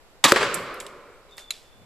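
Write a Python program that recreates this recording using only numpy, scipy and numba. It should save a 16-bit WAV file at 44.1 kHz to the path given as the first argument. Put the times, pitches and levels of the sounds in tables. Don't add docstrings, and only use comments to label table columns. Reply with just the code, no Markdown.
import sys
import numpy as np
from scipy import signal
from scipy.fft import rfft, irfft
from scipy.io import wavfile
from scipy.ndimage import uniform_filter1d
from numba import njit

SR = 44100
rng = np.random.default_rng(int(sys.argv[2]) if len(sys.argv) > 2 else 0)


def field_ratio(decibels):
    return 10 ** (np.asarray(decibels, dtype=float) / 20)


def file_out(sig):
    cols = np.atleast_2d(sig).T
    lim = np.clip(cols, -1, 1)
    pcm = np.round(lim * 32767).astype(np.int16)
    wavfile.write(sys.argv[1], SR, pcm)


N = 81585
T = np.arange(N) / SR
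HZ = np.arange(N // 2 + 1) * SR / N

HIT_S = 0.3223
WASH_S = 0.34


def table(points, hz):
    p = np.array(points, float)
    return np.interp(np.log(np.maximum(hz, 1)), np.log(np.maximum(p[:, 0], 1)), p[:, 1])


def colour(x, points):
    return irfft(rfft(x) * field_ratio(table(points, HZ)), N)


def unit(x):
    return x / np.sqrt(np.mean(x ** 2))


def noise(points):
    return unit(colour(rng.standard_normal(N), points))


def low_cut(x, hz):
    return signal.sosfilt(signal.butter(2, hz, "high", fs=SR, output="sos"), x)


def fade(s, t60, rise=0.0004):
    t = np.maximum(T - s, 0)
    return (1 - np.exp(-t / rise)) * np.exp(-np.log(1000) * t / max(t60, 0.002))


def ring(x, modes):
    t = T[:SR // 5]
    response = 0
    for hz, db, t60 in modes:
        decay = np.exp(-np.log(1000) * t / max(t60, 0.002))
        response = response + field_ratio(db) * np.sin(2 * np.pi * hz * t) * decay
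    return signal.fftconvolve(x, response / np.abs(response).max())[:N]


def walk(rate):
    held = rng.standard_normal(2000)[(T * rate).astype(int)]
    step = int(SR / rate)
    return unit(uniform_filter1d(uniform_filter1d(held, step), step))


# (frequency [Hz], side minus mid [dB])
NEAR_SIDE = [(60, 2), (110, -35.5), (200, -32), (370, -22.5), (670, -37.5), (1220, -27), (2230, -11.5),
             (4080, -12.5), (7460, -2), (13600, 2.5)]
# (frequency [Hz], side minus mid [dB])
WASH_SIDE = [(60, -13.5), (110, -29.5), (200, -37), (370, -33), (670, -19), (1220, -15.5), (2230, -7.5),
             (4080, -6.5), (7460, -1), (13600, 1)]


def ports(x, side, pan_db=0.0):
    smear = unit(rng.standard_normal(96) * np.exp(-np.arange(96) / 30)) / np.sqrt(96)
    difference = colour(signal.fftconvolve(x, smear)[:N], side)
    pan = field_ratio(np.array([[pan_db], [-pan_db]]) / 2)
    return np.array([x + difference, x - difference]) * pan


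# (frequency [Hz], level per Hz [dB])
WOOD = [(25, 5), (100, -8), (250, -11), (450, -4.5), (1200, -12.5), (5000, -27), (7700, -29.5),
        (14000, -34.5)]
# (frequency [Hz], side minus mid [dB])
WOOD_SIDE = [(60, 1.5), (110, -14), (200, -14), (370, -15), (670, -11), (1220, -5.5), (2230, -2),
             (4080, 2.5), (7460, 1.5), (13600, 2)]


def wood():
    mid = noise(WOOD)
    side = colour(noise(WOOD), WOOD_SIDE)
    wind = []
    for _ in range(2):
        rumble = noise([(20, 0.5), (70, -5.5), (200, -32), (400, -52.5)])
        wind.append(rumble * field_ratio(-71.5 + 3 * walk(4.7)))
    air = np.array([mid + side, mid - side])
    return field_ratio(-55 + 0.65 * walk(2.9)) * air + np.array(wind)


# (time [s], length [s], start pitch [Hz], end pitch [Hz], level [dB])
BIRDS = [(1.05, .17, 8150, 8150, -77), (1.07, .08, 7100, 7100, -75), (1.21, .04, 5200, 5150, -70),
         (1.25, .06, 5250, 5200, -75), (1.278, .035, 3950, 3830, -59), (1.305, .05, 3660, 3660, -54),
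         (1.285, .08, 3500, 3480, -62), (1.345, .23, 3550, 3490, -55), (1.40, .1, 3620, 3400, -63),
         (1.53, .4, 3520, 3470, -67), (1.555, .035, 3900, 3950, -59)]


def birds():
    blur_rate = 2 * 130
    out = 0
    for s, length, hz, end_hz, db in BIRDS:
        pitch = hz + (end_hz - hz) * np.clip((T - s) / length, 0, 1)
        shape = np.clip(np.minimum(T - s, s + length - T) / 0.02, 0, 1)
        blur = 1 + 0.6 * (walk(blur_rate) + 1j * walk(blur_rate))
        whistle = np.real(blur * np.exp(2j * np.pi * np.cumsum(pitch) / SR))
        trill = field_ratio(db + 1.2 * walk(60))
        out = out + trill * shape * whistle
    return ports(out, NEAR_SIDE, pan_db=3.0)


# (time [s], length [s], level [dB])
BOOMS = [
    (0.34, 0.2, -43.5),
    (0.53, .16, -41),
    (1.72, .16, -55),
]


def booms():
    swell = 0
    for s, length, db in BOOMS:
        swell = swell + field_ratio(db) * np.sin(np.pi * np.clip((T - s) / length, 0, 1))
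    rumble = noise([(45, -33.5), (95, -4), (200, -1.5), (300, -18), (600, -45)])
    return ports(swell * rumble, WASH_SIDE)


# (frequency [Hz], level [dB], t60 [s])
LATE_MODES = [(420, -1, .06), (480, 0, .06), (555, -1, .06)]


def late():
    tones = unit(ring(rng.standard_normal(N), LATE_MODES))
    return ports(field_ratio(-36) * fade(WASH_S, 2.2, rise=0.35) * tones, WASH_SIDE)


# (frequency [Hz], level per Hz [dB])
WASH = [(70, -16), (300, -8), (400, 5), (600, 1.5), (800, -5.5), (1150, 5), (7500, -15.5), (14000, -36)]
# (frequency [Hz], t60 [s])
WASH_T60 = [(60, 0.83), (150, 1.55), (500, 1.59), (1200, 1.4), (2200, 1.194), (3200, 1.05), (5000, 0.92),
            (10000, 0.49)]


def wash():
    mid = low_cut(low_cut(noise(WASH), 70), 70)
    side = colour(noise(WASH), WASH_SIDE)
    spectra = rfft(np.array([mid + side, mid - side]))
    shared = walk(15.33)
    out = 0
    for k in range(25):
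        hz = 60 * 2 ** (k / 3)
        window = np.clip(1 - 3 * np.abs(np.log2(HZ / hz + 1e-9)), 0, 1)
        band = irfft(spectra * window, N)
        patches = field_ratio(1 * shared + 0.57 * walk(21.5))
        out = out + band * fade(WASH_S, table(WASH_T60, hz), rise=0.01) * patches
    return field_ratio(-20.5) * out


# (frequency [Hz], level [dB], t60 [s])
HUM_MODES = [(413.2, -1, .12), (468, -4.5, .12), (511.6, 0, .12), (560.6, 1.5, 0.11), (1039, -1.5, 0.088),
             (1122, -3, .08), (1252, 0.5, .08), (1366, -3.5, 0.086), (2173, -2, .04), (2332, -5.5, 0.046)]


def hum():
    tones = unit(ring(rng.standard_normal(N), HUM_MODES))
    return ports(field_ratio(-29) * fade(WASH_S, 1.957, rise=0.02) * tones, WASH_SIDE)


# (time [s], frequency [Hz], level [dB], t60 [s])
TICK_RINGS = [(0.8006, 4950, -40, 0.024), (0.806, 3250, -40, 0.04), (.8080, 2170, -34, 0.016),
              (.8655, 3170, -41, .04), (0.8646, 4400, -46, .02), (1.3805, 1990, -41, 0.041),
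              (1.381, 413, -47, 0.023), (1.3690, 8000, -49, .02), (1.5400, 7000, -46, .01),
              (.5424, 11300, -25, .025), (.5430, 8000, -29, .03), (.7422, 11300, -42, .02),
              (.7430, 4900, -48, .02), (.8649, 8300, -40, .02), (.2412, 3750, -9, .016),
              (.2620, 3600, -18, .04), (.3225, 2300, -12, .012)]


def tick_rings():
    rings = 0
    for s, hz, db, t60 in TICK_RINGS:
        tone = noise([(hz / 1.16, -30), (hz / 1.07, 0), (hz * 1.05, 0), (hz * 1.5, -30)])
        rings = rings + field_ratio(db) * fade(s, t60, rise=0.0003) * tone
    return ports(rings, NEAR_SIDE, pan_db=-3.0)


# (time [s], level [dB], t60 [s], centre [Hz], fall per octave below it [dB])
TICKS = [
    (0.5422, -28, 0.047, 7600, 11),
    (0.7422, -46, 0.012, 8500, 15),
    (0.8022, -35, 0.043, 8000, 4.5),
    (0.8653, -42, 0.022, 7000, 1),
    (1.3112, -51, 0.0074, 5330, 0.5),
    (1.3682, -53, 0.028, 8000, 12),
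    (1.3768, -47, 0.0091, 8470, -3),
    (1.3806, -38, 0.036, 8300, -2.5),
    (1.3925, -45.5, 0.15, 7900, -2),
]


def ticks():
    out = 0
    for s, db, t60, hz, fall_db in TICKS:
        grit = noise([(hz / 64, -6 * fall_db - 30.5), (hz / 32, -5 * fall_db - 2.5),
                      (hz / 1.1, -0.4 * fall_db), (hz, 0), (hz * 1.07, -3),
                      (hz * 1.62, -9), (hz * 1.6, -17)])
        tap = 2.5 * fade(s, 0.0023, rise=0.00005)
        crackle = fade(s, t60, rise=0.00017)
        scatter = field_ratio(-15) * fade(s, 0.37, rise=0.004)
        tick = field_ratio(db) * grit * (tap + crackle + scatter)
        out = out + ports(low_cut(tick, 480), NEAR_SIDE, pan_db=-1.5)
    return out


# (time [s], level [dB])
CATCH = [(1.506, -16), (1.5069, -25), (1.5079, -19.5), (1.509, -43), (1.511, -18.5), (1.5132, -32),
         (1.515, -31), (1.518, -32), (1.522, -35), (1.5222, -39), (1.540, -46), (1.5652, -39.5)]
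# (frequency [Hz], level [dB], t60 [s])
CATCH_MODES = [(460, -2.5, 0.022), (1360, -12, 0.012), (2460, -12.5, 0.021), (2620, -3, 0.0064),
               (3950, -1, 0.0088), (4030, -4.5, 0.0066), (4590, -8, 0.006), (5980, -16, 0.006),
               (7000, -1.5, 0.0057), (8200, -6, 0.0027), (10020, -16, 0.024), (11080, -9.5, 0.0043)]


def catch():
    bursts = sum(field_ratio(db) * fade(s, 0.0051, rise=0.0001) for s, db in CATCH)
    knocks = bursts * rng.standard_normal(N)
    scatter = noise([(500, -12.0), (2500, 8.0), (4000, 7), (8000, -0.5), (14000, -13.5)])
    tail = field_ratio(-44) * fade(CATCH[0][0], 0.52, rise=0.0036) * scatter
    clicks = 0.71 * ring(knocks, CATCH_MODES) + 0.45 * knocks + tail
    return ports(low_cut(clicks, 2240), NEAR_SIDE)


# (time [s], level [dB])
KNOCKS = [
    (.2486, -6),
    (.2528, -10),
    (.2554, 0),
    (.2660, -6),
    (.2735, -14),
]
# (frequency [Hz], level [dB], t60 [s])
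KNOCK_MODES = [(290, -7.5, 0.028), (900, -7, .004), (1150, -2.5, .018), (1750, -9.5, 0.021)]


def limbs():
    push = sum(-field_ratio(db) * np.exp(-((T - s) / 0.000091) ** 2) for s, db in KNOCKS)
    return ports(low_cut(0.11 * ring(push, KNOCK_MODES), 150), WASH_SIDE)


# (frequency [Hz], level per Hz [dB])
SLAP_COLOUR = [(88, -53.5), (150, -8), (1190, -4.5), (1490, -13), (1770, -2), (2310, -6), (7630, -8),
               (12700, -20.5), (14000, -35)]
# (frequency [Hz], level [dB], t60 [s])
BUTT = [(70, -21, .06), (118, -16.5, 0.12), (370, -4.5, 0.099), (440, -2, 0.071), (551, -0.5, 0.073),
        (1200, -8.5, .02), (2261, -7.5, 0.018)]
# (time [s], level [dB], t60 [s])
ECHOES = [
    (0.3254, -13.5, 0.02),
    (0.3342, -22, 0.093),
    (0.3602, -9.5, 0.044),
    (0.368, -23.5, 0.21),
    (0.408, -23, 0.29),
    (.428, -20.5, 0.084),
]
# (frequency [Hz], level per Hz [dB])
ECHO_COLOUR = [(47, -52), (80, -25), (274, -20), (405, -5), (741, -13.5), (1650, -11), (9490, -36),
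               (13100, -53), (14000, -75)]


def thump():
    smack_s = 0.32055
    start_hz, end_hz, sag_s = 2300, 1150, 0.0007
    t = np.maximum(T - smack_s, 0)
    turns = end_hz * t + (start_hz - end_hz) * sag_s * (1 - np.exp(-t / sag_s))
    smack = field_ratio(15.5) * fade(smack_s, 0.0062, rise=0.00085) * np.sin(2 * np.pi * turns)

    push = np.exp(-((T - HIT_S) / 0.0011 * np.pi) ** 2)
    body = field_ratio(2.5) * ring(low_cut(push / push.sum(), 170), BUTT)
    crack = field_ratio(1.5) * fade(smack_s, 0.0074, rise=0.00024) * noise(SLAP_COLOUR)

    returns = sum(field_ratio(db) * fade(s, t60, rise=0.00074) for s, db, t60 in ECHOES)
    echo = noise(ECHO_COLOUR) * returns
    return ports(smack + body + crack + echo, WASH_SIDE)


# (time [s], level [dB], t60 [s], share of limb ring [0-1])
SLAPS = [
    (0.2391, -16.5, 0.022, 0.42),
    (0.2403, -3.5, 0.041, 0.1),
    (.2480, -6, 0.042, 0.49),
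    (0.257, -15, 0.033, 0.5),
    (0.265, -16, .04, 1),
    (.2802, -15, .006, 0.3),
    (0.282, -22, 0.19, 0),
]
# (frequency [Hz], level [dB], t60 [s])
LIMBS = [(275, -5.5, 0.024), (550, -6, .05), (1148, -0.5, .03), (1700, -5.5, 0.015), (3710, -2, .012),
         (4710, -12.5, .012), (6300, -10, .012), (7200, -6.5, 0.035)]
# (frequency [Hz], level per Hz [dB])
SCATTER_COLOUR = [(88, -39), (150, -7), (281, 3), (556, -10.5), (1080, 4.5), (1550, -4), (3640, -6),
                  (12500, -24.5), (14000, -28)]


def bow():
    rattle = noise(SLAP_COLOUR)
    body = unit(ring(rng.standard_normal(N), LIMBS))
    knocks = np.zeros(N)
    sink = np.clip((HIT_S + 0.004 - T) / 0.0011, 0.15, 1)
    out = field_ratio(-19) * fade(SLAPS[1][0], 1.7, rise=0.0022) * sink * noise(SCATTER_COLOUR)
    for s, db, t60, share in SLAPS:
        share = np.clip(share, 0, 1)
        mix = (1 - share) * rattle + 0.26 * share * body
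        out = out + field_ratio(db) * fade(s, t60, rise=0.00062) * mix
        knocks[int(s * SR)] = -field_ratio(db) * share
    low_ring = ring(uniform_filter1d(knocks, size=11), LIMBS[:4])
    return ports(low_cut(out + 2.1 * low_ring, 270), NEAR_SIDE, pan_db=0.2)


# (frequency [Hz], left minus right [dB])
LEAN = [(60, 1), (250, 1), (1000, -0.9), (2500, -0.95), (4500, -3.5), (6500, -5), (9000, 0), (13000, -0.4)]


def scene():
    surroundings = wood() + birds() + booms()
    answers = late() + wash() + hum()
    small_sounds = tick_rings() + ticks() + catch()
    shot = limbs() + thump() + bow()
    left, right = surroundings + answers + small_sounds + shot
    left = colour(left, [(hz, db / 2) for hz, db in LEAN])
    right = colour(right, [(hz, -db / 2) for hz, db in LEAN])
    return np.array([left, right])


@njit
def limiter(peak, top, attack, release, power):
    gain, follower = np.ones(len(peak)), 0.0
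    for i in range(len(peak)):
        speed = attack if peak[i] > follower else release
        follower += (peak[i] - follower) * speed
        if follower > top:
            gain[i] = (top / follower) ** power
    return gain


def band_limit(x):
    return signal.sosfilt(signal.butter(12, 14230, fs=SR, output="sos"), x)


# (frequency [Hz], level [dB])
CAPSULE = [(20, -4.5), (5000, 0.5), (6000, -3), (7700, 2.5), (9300, -3.5), (11000, 1.5), (14000, 0.5)]


def record(dry):
    attack_s, release_s, ratio = 0.004, 0.03, 4
    peak = np.abs(dry).max(0)
    gain = limiter(peak, float(field_ratio(-4)), 1 / (attack_s * SR), 1 / (release_s * SR), 1 - 1 / ratio)
    top_cut = signal.ellip(8, 0.2, 55, 13600, fs=SR, output="sos")
    mix = signal.sosfilt(top_cut, colour(dry * gain, CAPSULE))
    mix = np.clip(mix, -1, 1)
    return band_limit(mix)


dry = scene()
out = record(dry)
file_out(out)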